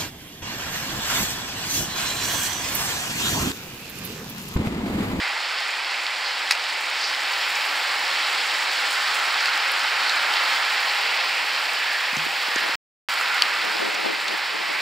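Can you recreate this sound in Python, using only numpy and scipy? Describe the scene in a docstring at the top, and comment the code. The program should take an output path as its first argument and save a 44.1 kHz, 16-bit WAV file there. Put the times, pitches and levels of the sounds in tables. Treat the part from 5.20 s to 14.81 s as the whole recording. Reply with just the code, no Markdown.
"""Tyres hiss on asphalt as a peloton of racing bicycles streams past a hand-held camera a few metres away.
Spokes cut the air, chains whirr, freewheels ratchet, gears and grit tick. A chain clacks loudly on a frame;
later something snaps sharply. Late on, the camera is bumped, wind buffets its two ports
and the sound cuts out for a third of a second."""
import sys
import numpy as np
from scipy import signal
from scipy.fft import rfft, irfft, next_fast_len
from scipy.io import wavfile
from scipy.ndimage import uniform_filter1d

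SR = 44100
rng = np.random.default_rng(int(sys.argv[2]) if len(sys.argv) > 2 else 0)


def bounce(signal):
    """Save signal as a 16-bit WAV file at the path given by the first command-line argument."""
    frames = np.transpose(np.atleast_2d(signal))
    limited = np.clip(frames, -1, 1)
    pcm = np.round(limited * 32767).astype(np.int16)
    wavfile.write(sys.argv[1], SR, pcm)


N = 423801
TIME = np.arange(N) / SR

# groups with noisier chains and spokes: t/s, half length/s, lift/dB
WHIRR_SWELLS = [(1.6, 3.3, 2.2), (3.65, 0.47, 3), (7.9, .12, 3.5)]


def undb(db):
    """Decibels to gain."""
    return 10 ** (np.asarray(db) / 20)


def unit(x):
    """Scale to rms 1."""
    return x / np.sqrt(np.mean(x ** 2))


def across(points, freqs):
    """Read (f/Hz, value) points on a log-frequency axis."""
    hz, value = np.transpose(points)
    return np.interp(np.log(freqs + 1), np.log(hz + 1), value)


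def spectrum(x):
    """Spectrum and its axis in Hz."""
    size = next_fast_len(N, True)
    return rfft(x, size), np.arange(size // 2 + 1) * SR / size


def colour(x, points):
    """Shape by (f/Hz, level/dB) points, at rms 1."""
    bins, freqs = spectrum(x)
    return unit(irfft(bins * undb(across(points, freqs)))[..., :N])


def band(x, hz, width_hz):
    """One resonance, gain 1 at its centre."""
    return signal.lfilter(*signal.iirpeak(hz, hz / width_hz, fs=SR), x)


def lift(x, hz, width_hz, db):
    """Raise or lower one band."""
    return x + (undb(db) - 1) * band(x, hz, width_hz)


def high_pass(x, hz, order):
    """Butterworth bass cut."""
    return signal.sosfilt(signal.butter(order, hz, "high", fs=SR, output="sos"), x)


def walk(rate_hz):
    """Smooth random wander, rms 1."""
    hold = int(SR / rate_hz)
    steps = np.repeat(rng.standard_normal(N // hold + 1), hold)[:N]
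    return unit(uniform_filter1d(uniform_filter1d(steps, hold), hold))


def fade(t, t60_s):
    """Exponential decay, 60 dB down at t60_s."""
    return np.exp(-np.log(1000) * t / t60_s)


def add(out, s, x):
    """Mix x in at time s."""
    start = max(int(s * SR), 0)
    out[..., start:start + x.shape[-1]] += x[..., :N - start]


def swells(groups):
    """Lift in dB as each group passes."""
    return sum(db * np.exp(-((TIME - s) / half_s) ** 2) for s, half_s, db in groups)


def grit(rate_hz, spread_db):
    """Dense tiny impacts, a few much harder than the rest."""
    hits = rng.random(N) < rate_hz / SR
    hardness = np.minimum(rng.exponential(size=N), 5)
    return unit(hits * rng.standard_normal(N) * undb(spread_db * hardness))


def ports(direct, scattered):
    """Two close ports: alike in the treble, apart in level and phase lower down."""
    # coherence of the ports: f/Hz, likeness/0-1
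    coherence = [(60, .8), (130, .3), (290, 0.34), (640, 0.94), (1410, 0.8), (3100, 0.92), (6820, 0.91),
                 (15000, .99)]
    # left minus right: f/Hz, level/dB
    balance = [(110, 0), (200, 3), (380, 3.5), (700, 1.5), (1290, -2), (2380, -2.5), (4400, -.3), (9000, 0)]
    # left lead: f/Hz, phase/rad
    lead = [(60, 0), (340, -.6), (1100, -.6), (2000, -.15), (3450, .2), (4900, 0), (5700, .2), (7600, -.3),
            (8600, 0)]
    (mid, side), freqs = spectrum(np.array([direct, scattered]))
    likeness = np.sqrt(across(coherence, freqs))
    mid = mid * np.sqrt((1 + likeness) / 2)
    side = side * np.sqrt((1 - likeness) / 2)
    lean = undb(across(balance, freqs) / 2) * np.exp(.5j * across(lead, freqs))
    return irfft(np.array([(mid + side) * lean, (mid - side) / lean]))[:, :N]


def wind(breeze_db=-62.5, rise_s=.04, fall_s=.032):
    """Gusts rise, hold and die; their eddies push on one port while pulling on the other."""
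    # gusts: t/s, hold/s, level/dB
    gusts = [(5.08, .04, -48), (6.96, 0.13, -46), (7.46, 0.026, -33.5), (8.03, 0.048, -44),
             (8.24, .09, -43), (8.442, 0.5, -34.5), (8.624, 0.032, -34), (8.86, .03, -35.5),
             (9.078, .07, -37.5), (9.345, 0.078, -40), (9.51, .1, -37)]
    # eddy spectrum: f/Hz, level/dB
    eddies = [(40, -45), (100, -33), (180, -14.5), (280, -4.5), (380, -3.5), (500, -5), (700, -4),
              (1000, -12.5), (2000, -36), (5000, -78)]
    force = undb(breeze_db)
    for s, hold_s, db in gusts:
        early, late = np.maximum(s - TIME, 0), np.maximum(TIME - s - hold_s, 0)
        force = force + undb(db) * np.exp(-early / rise_s - late / fall_s)
    left, own = colour(rng.standard_normal((2, N)), eddies)
    right = unit(.68 * own - left)
    flutter = unit(undb(1.9 * walk(90) + 1.5 * walk(25)))
    return np.array([undb(2.5) * left, undb(-3) * right]) * flutter * force


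def thumps(cycles=.6, lead_s=.01, body_hz=158.4):
    """Dull knocks on the camera, one leaving its body humming, and a last pop of wind on the microphone."""
    # single-swing pulses: t/s, level/dB, f/Hz, right/left gain, body hums
    pulses = [(6.932, -35, 199, 1.5, False), (6.971, -22.5, 207, 0.7, True), (7.067, -25, 330, -2, False),
              (7.285, -30, 373, 0.84, False), (7.362, -22.5, 342, 1, False), (7.495, -23, 383, -0.3, False)]
    out, t = np.zeros((2, N)), np.arange(SR // 2) / SR
    for s, db, hz, right, hums in pulses:
        turns = hz * (t - lead_s)
        pulse = undb(db) * np.cos(2 * np.pi * turns) * np.exp(-(turns / cycles) ** 2)
        add(out, s - lead_s, np.array([pulse, right * pulse]))
        if hums:
            add(out, s, undb(-33.5) * np.sin(2 * np.pi * body_hz * t) * fade(t, t60_s=.36))
    return high_pass(out, 146, order=3)


def ticks():
    """Short bright bursts from gear changes and flung grit."""
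    # ticks: t/s, level/dB, f/Hz
    bursts = [(1.608, -38, 12500), (2.354, -25, 5500), (3.709, -28, 8600), (3.952, -31, 9000),
              (4.206, -22, 4600), (4.517, -28, 11500), (4.895, -17, 3880), (6.967, -23, 6000),
              (7.359, -19, 5470), (7.382, -24, 4250), (8.011, -29, 6800), (8.747, -29, 6300),
              (9.081, -16, 3770)]
    out, t = np.zeros(N), np.arange(SR // 12) / SR
    for s, db, hz in bursts:
        burst = band(band(rng.standard_normal(len(t)), hz, hz / 2), hz, hz / 2)
        add(out, s, undb(db) * unit(burst) * fade(t, t60_s=.02))
    return out


def freewheels(pawl_hz=283.4, decay_cycles=.26):
    """Pawls snap over the ratchet while a rider stops pedalling."""
    # coasting spells: t/s, half length/s, level/dB, ring f/Hz
    coasts = [(0.033, .08, -31, 1990), (1.069, .05, -34, 4670), (1.844, .065, -27.5, 4800),
              (4.244, 0.054, -30.5, 4380), (4.903, .12, -30.5, 4300), (6.718, .17, -30.5, 1740),
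              (7.401, 0.12, -28.5, 1820)]
    out, t = np.zeros(N), np.arange(SR // 2) / SR
    for s, half_s, db, hz in coasts:
        start_s = max(s - t[-1] / 2, 0)
        pawls = rng.standard_normal(len(t)) * np.exp(-(pawl_hz * t % 1) / decay_cycles)
        ring = band(band(pawls, hz, .23 * hz), hz, .23 * hz)
        swell = np.exp(-((start_s + t - s) / half_s) ** 2) * signal.windows.tukey(len(t), .1)
        add(out, start_s, undb(db) * unit(ring) * swell)
    return out


def clacks(crack_db=-20):
    """In a gear change the chain strikes the frame and its links rattle, ringing the tubes."""
    # chain strikes: t/s, level/dB, rattle t60/s, blow f/Hz
    strikes = [(1.309, -10, .012, 2600), (1.3103, -9.5, 0.018, 4400), (1.3124, -14, 0.02, 2200),
               (1.32, -15, .05, 4200), (1.351, -21, .03, 2400), (4.2574, -14, 0.014, 4500)]
    # frame modes: f/Hz, level/dB, t60/s
    modes = [(1950, -4, .018), (2420, -2, .015), (2620, -3, .01), (3950, -6, .005), (4600, -2, .007),
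             (4950, -3, .005), (7700, -17, .007), (10400, -30, .007)]
    out, t = np.zeros(N), np.arange(SR // 8) / SR
    for s, db, rattle_s, blow_hz in strikes:
        blow = .18 * rng.standard_normal(len(t)) * fade(t, rattle_s)
        blow[0] += 1
        ring = undb(crack_db) * band(rng.standard_normal(len(t)), 4000, 4000) * fade(t, .003)
        for hz, mode_db, t60_s in modes:
            drive = undb(mode_db) / (1 + np.log2(hz / blow_hz) ** 2)
            ring += drive * np.sin(2 * np.pi * hz * t) * fade(t, t60_s)
        # thin tubes radiate no bass
        clack = high_pass(signal.fftconvolve(blow, ring)[:len(t)], 1100, order=3)
        peak_rms = np.sqrt(np.max(uniform_filter1d(clack ** 2, size=40)))
        add(out, s, undb(db) * clack / peak_rms)
    return out


def snap(at_s=8.2213, gain_db=7.5, contact_s=.00045):
    """A small hard blow nearby, perhaps a flung stone: builds over the contact, rings briefly."""
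    # ring modes: f/Hz, level/dB, t60/s
    modes = [(3100, 6, .0028), (3850, -10, .007), (4510, -5, .011), (5500, -5, .003), (7400, -10, .003),
             (11000, -24, .003)]
    out, t = np.zeros(N), np.arange(SR // 20) / SR
    ring = sum(undb(db) * np.sin(2 * np.pi * hz * t) * fade(t, t60_s) for hz, db, t60_s in modes)
    contact = 1 - np.exp(-(t / contact_s) ** 2)
    add(out, at_s, undb(gain_db) * high_pass(ring * contact, 900, order=2))
    return out


def chains(top_db):
    """Rollers drop on to sprockets in a high, gritty whirr."""
    # chain spectrum: f/Hz, level/dB
    shape = [(4000, -40), (5600, -4), (6400, -5), (7400, 1), (8100, -2.5), (8900, -10), (9400, -8.5),
             (10000, -11), (10500, -8.5), (11500, -15), (14500, -11.5), (16000, -14.5)]
    whirr = colour(rng.standard_normal(N) + .47 * grit(rate_hz=1900, spread_db=5), shape)
    whirr = lift(whirr, 13500, 5000, top_db)
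    return whirr * undb(-17.5 + swells(WHIRR_SWELLS) + .85 * walk(70))


def spokes():
    """Spokes cut the air with a wavering hiss."""
    # spoke spectrum: f/Hz, level/dB
    shape = [(1800, -46), (3000, 0), (3700, -2.5), (4550, -1), (5200, -5), (5800, -13), (6400, -24.5),
             (9000, -37.5)]
    hiss = colour(rng.standard_normal(N) + .45 * grit(rate_hz=1100, spread_db=3.5), shape)
    return hiss * undb(-4.5 + .31 * swells(WHIRR_SWELLS) + .6 * walk(22))


def wheels(speed_m_s=16.4, echo_gain=.31, riders=44):
    """Rolling noise at even power; each rider's road echo sweeps a soft comb through it."""
    out, power = np.zeros(N), np.full(N, 1e-9)
    for k, (late, lane) in enumerate(rng.random((riders, 2))):
        abreast_s = (k + late) / riders * (TIME[-1] + 2) - 1
        near = np.flatnonzero(np.abs(TIME - abreast_s) < 1.2)
        offset_m = 4 + 3 * lane
        distance_m = np.hypot(offset_m, speed_m_s * (TIME[near] - abreast_s))
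        detour_m = .5 / distance_m
        roll = rng.standard_normal(len(near))
        echo = np.interp(near - detour_m / 343 * SR, near, roll)
        gain = offset_m / distance_m * signal.windows.tukey(len(near))
        out[near] += (roll + echo_gain * echo) * gain
        power[near] += gain ** 2
    return unit(out / np.sqrt(power))


def tyres(top_db):
    """Tyres roar on coarse asphalt, and deep-rim wheels hum as groups pass."""
    # tyre spectrum: f/Hz, level/dB
    shape = [(60, -48), (125, -46.5), (200, -33), (280, -23), (370, -19.5), (500, -13), (660, -9.5),
             (800, -4.5), (1100, -3), (1500, 0.5), (2100, 3), (2700, 1), (3400, -16.5), (4500, -29),
             (6400, -40.5)]
    # steady peaks in the roar, as from a short echo near the microphone: f/Hz, width/Hz, lift/dB
    ripples = [(305, 41, 3), (510, 49, 2), (828, 130, 3), (1050, 23, 1.5), (1360, 120, 2), (1960, 160, 0.5)]
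    # groups on humming deep-rim wheels: t/s, half length/s, lift/dB
    humming = [(3.98, 0.49, 4), (4.95, .65, 4), (8.0, .45, 5.5)]
    roar = colour(wheels() + .27 * grit(rate_hz=1500, spread_db=2), shape)
    for hz, width_hz, db in ripples:
        roar = lift(roar, hz, width_hz, db)
    roar = lift(roar, 2750, 760, .22 * top_db)  # upper hiss
    roar = lift(roar, 1390, 450, swells(humming) - 1.5)
    return unit(roar) * undb(.22 * walk(14))


def peloton(far_db=-8, near_db=1.5, closing_s=6.3):
    """The bunch thickens, then thins; air and grass dull the far first riders, later ones are closer."""
    # riders near the verge, brighter still: t/s, half length/s, lift/dB
    close_riders = [(2.35, .35, 7), (7.25, .35, 2.5), (7.95, 0.18, 2)]
    # loudness of the bunch: t/s, level/dB
    bunch = [(0, -27), (.7, -28), (1.9, -26.5), (3.0, -24), (3.5, -25), (4.5, -24.5), (5.25, -23),
             (6.1, -24.5), (7.15, -26), (7.42, -25), (7.9, -27), (8.2, -25), (9.0, -27), (9.6, -27.5)]
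    top_db = np.interp(TIME, [0, closing_s], [far_db, near_db]) + swells(close_riders)
    level_db = np.interp(TIME, *np.transpose(bunch))
    return (tyres(top_db) + spokes() + chains(top_db)) * undb(level_db)


def scene():
    """The road in stereo, plus wind and thumps at the camera."""
    road = ports(direct=peloton() + freewheels(), scattered=peloton())
    return road + clacks() + ticks() + snap() + wind() + thumps()


def record(dry, mute_from_s=7.5545, mute_to_s=7.887, top_hz=15700):
    """Peaks are rounded without adding bass, the sound drops out briefly, the top is cut."""
    rounded = dry / (1 + (dry / .98) ** 6) ** (1 / 6)
    sound = dry + high_pass(rounded - dry, 400, order=2)
    live = (TIME < mute_from_s) | (TIME > mute_to_s)
    return signal.sosfilt(signal.ellip(12, .1, 90, top_hz, fs=SR, output="sos"), sound * live)


dry = scene()
out = record(dry)
bounce(out)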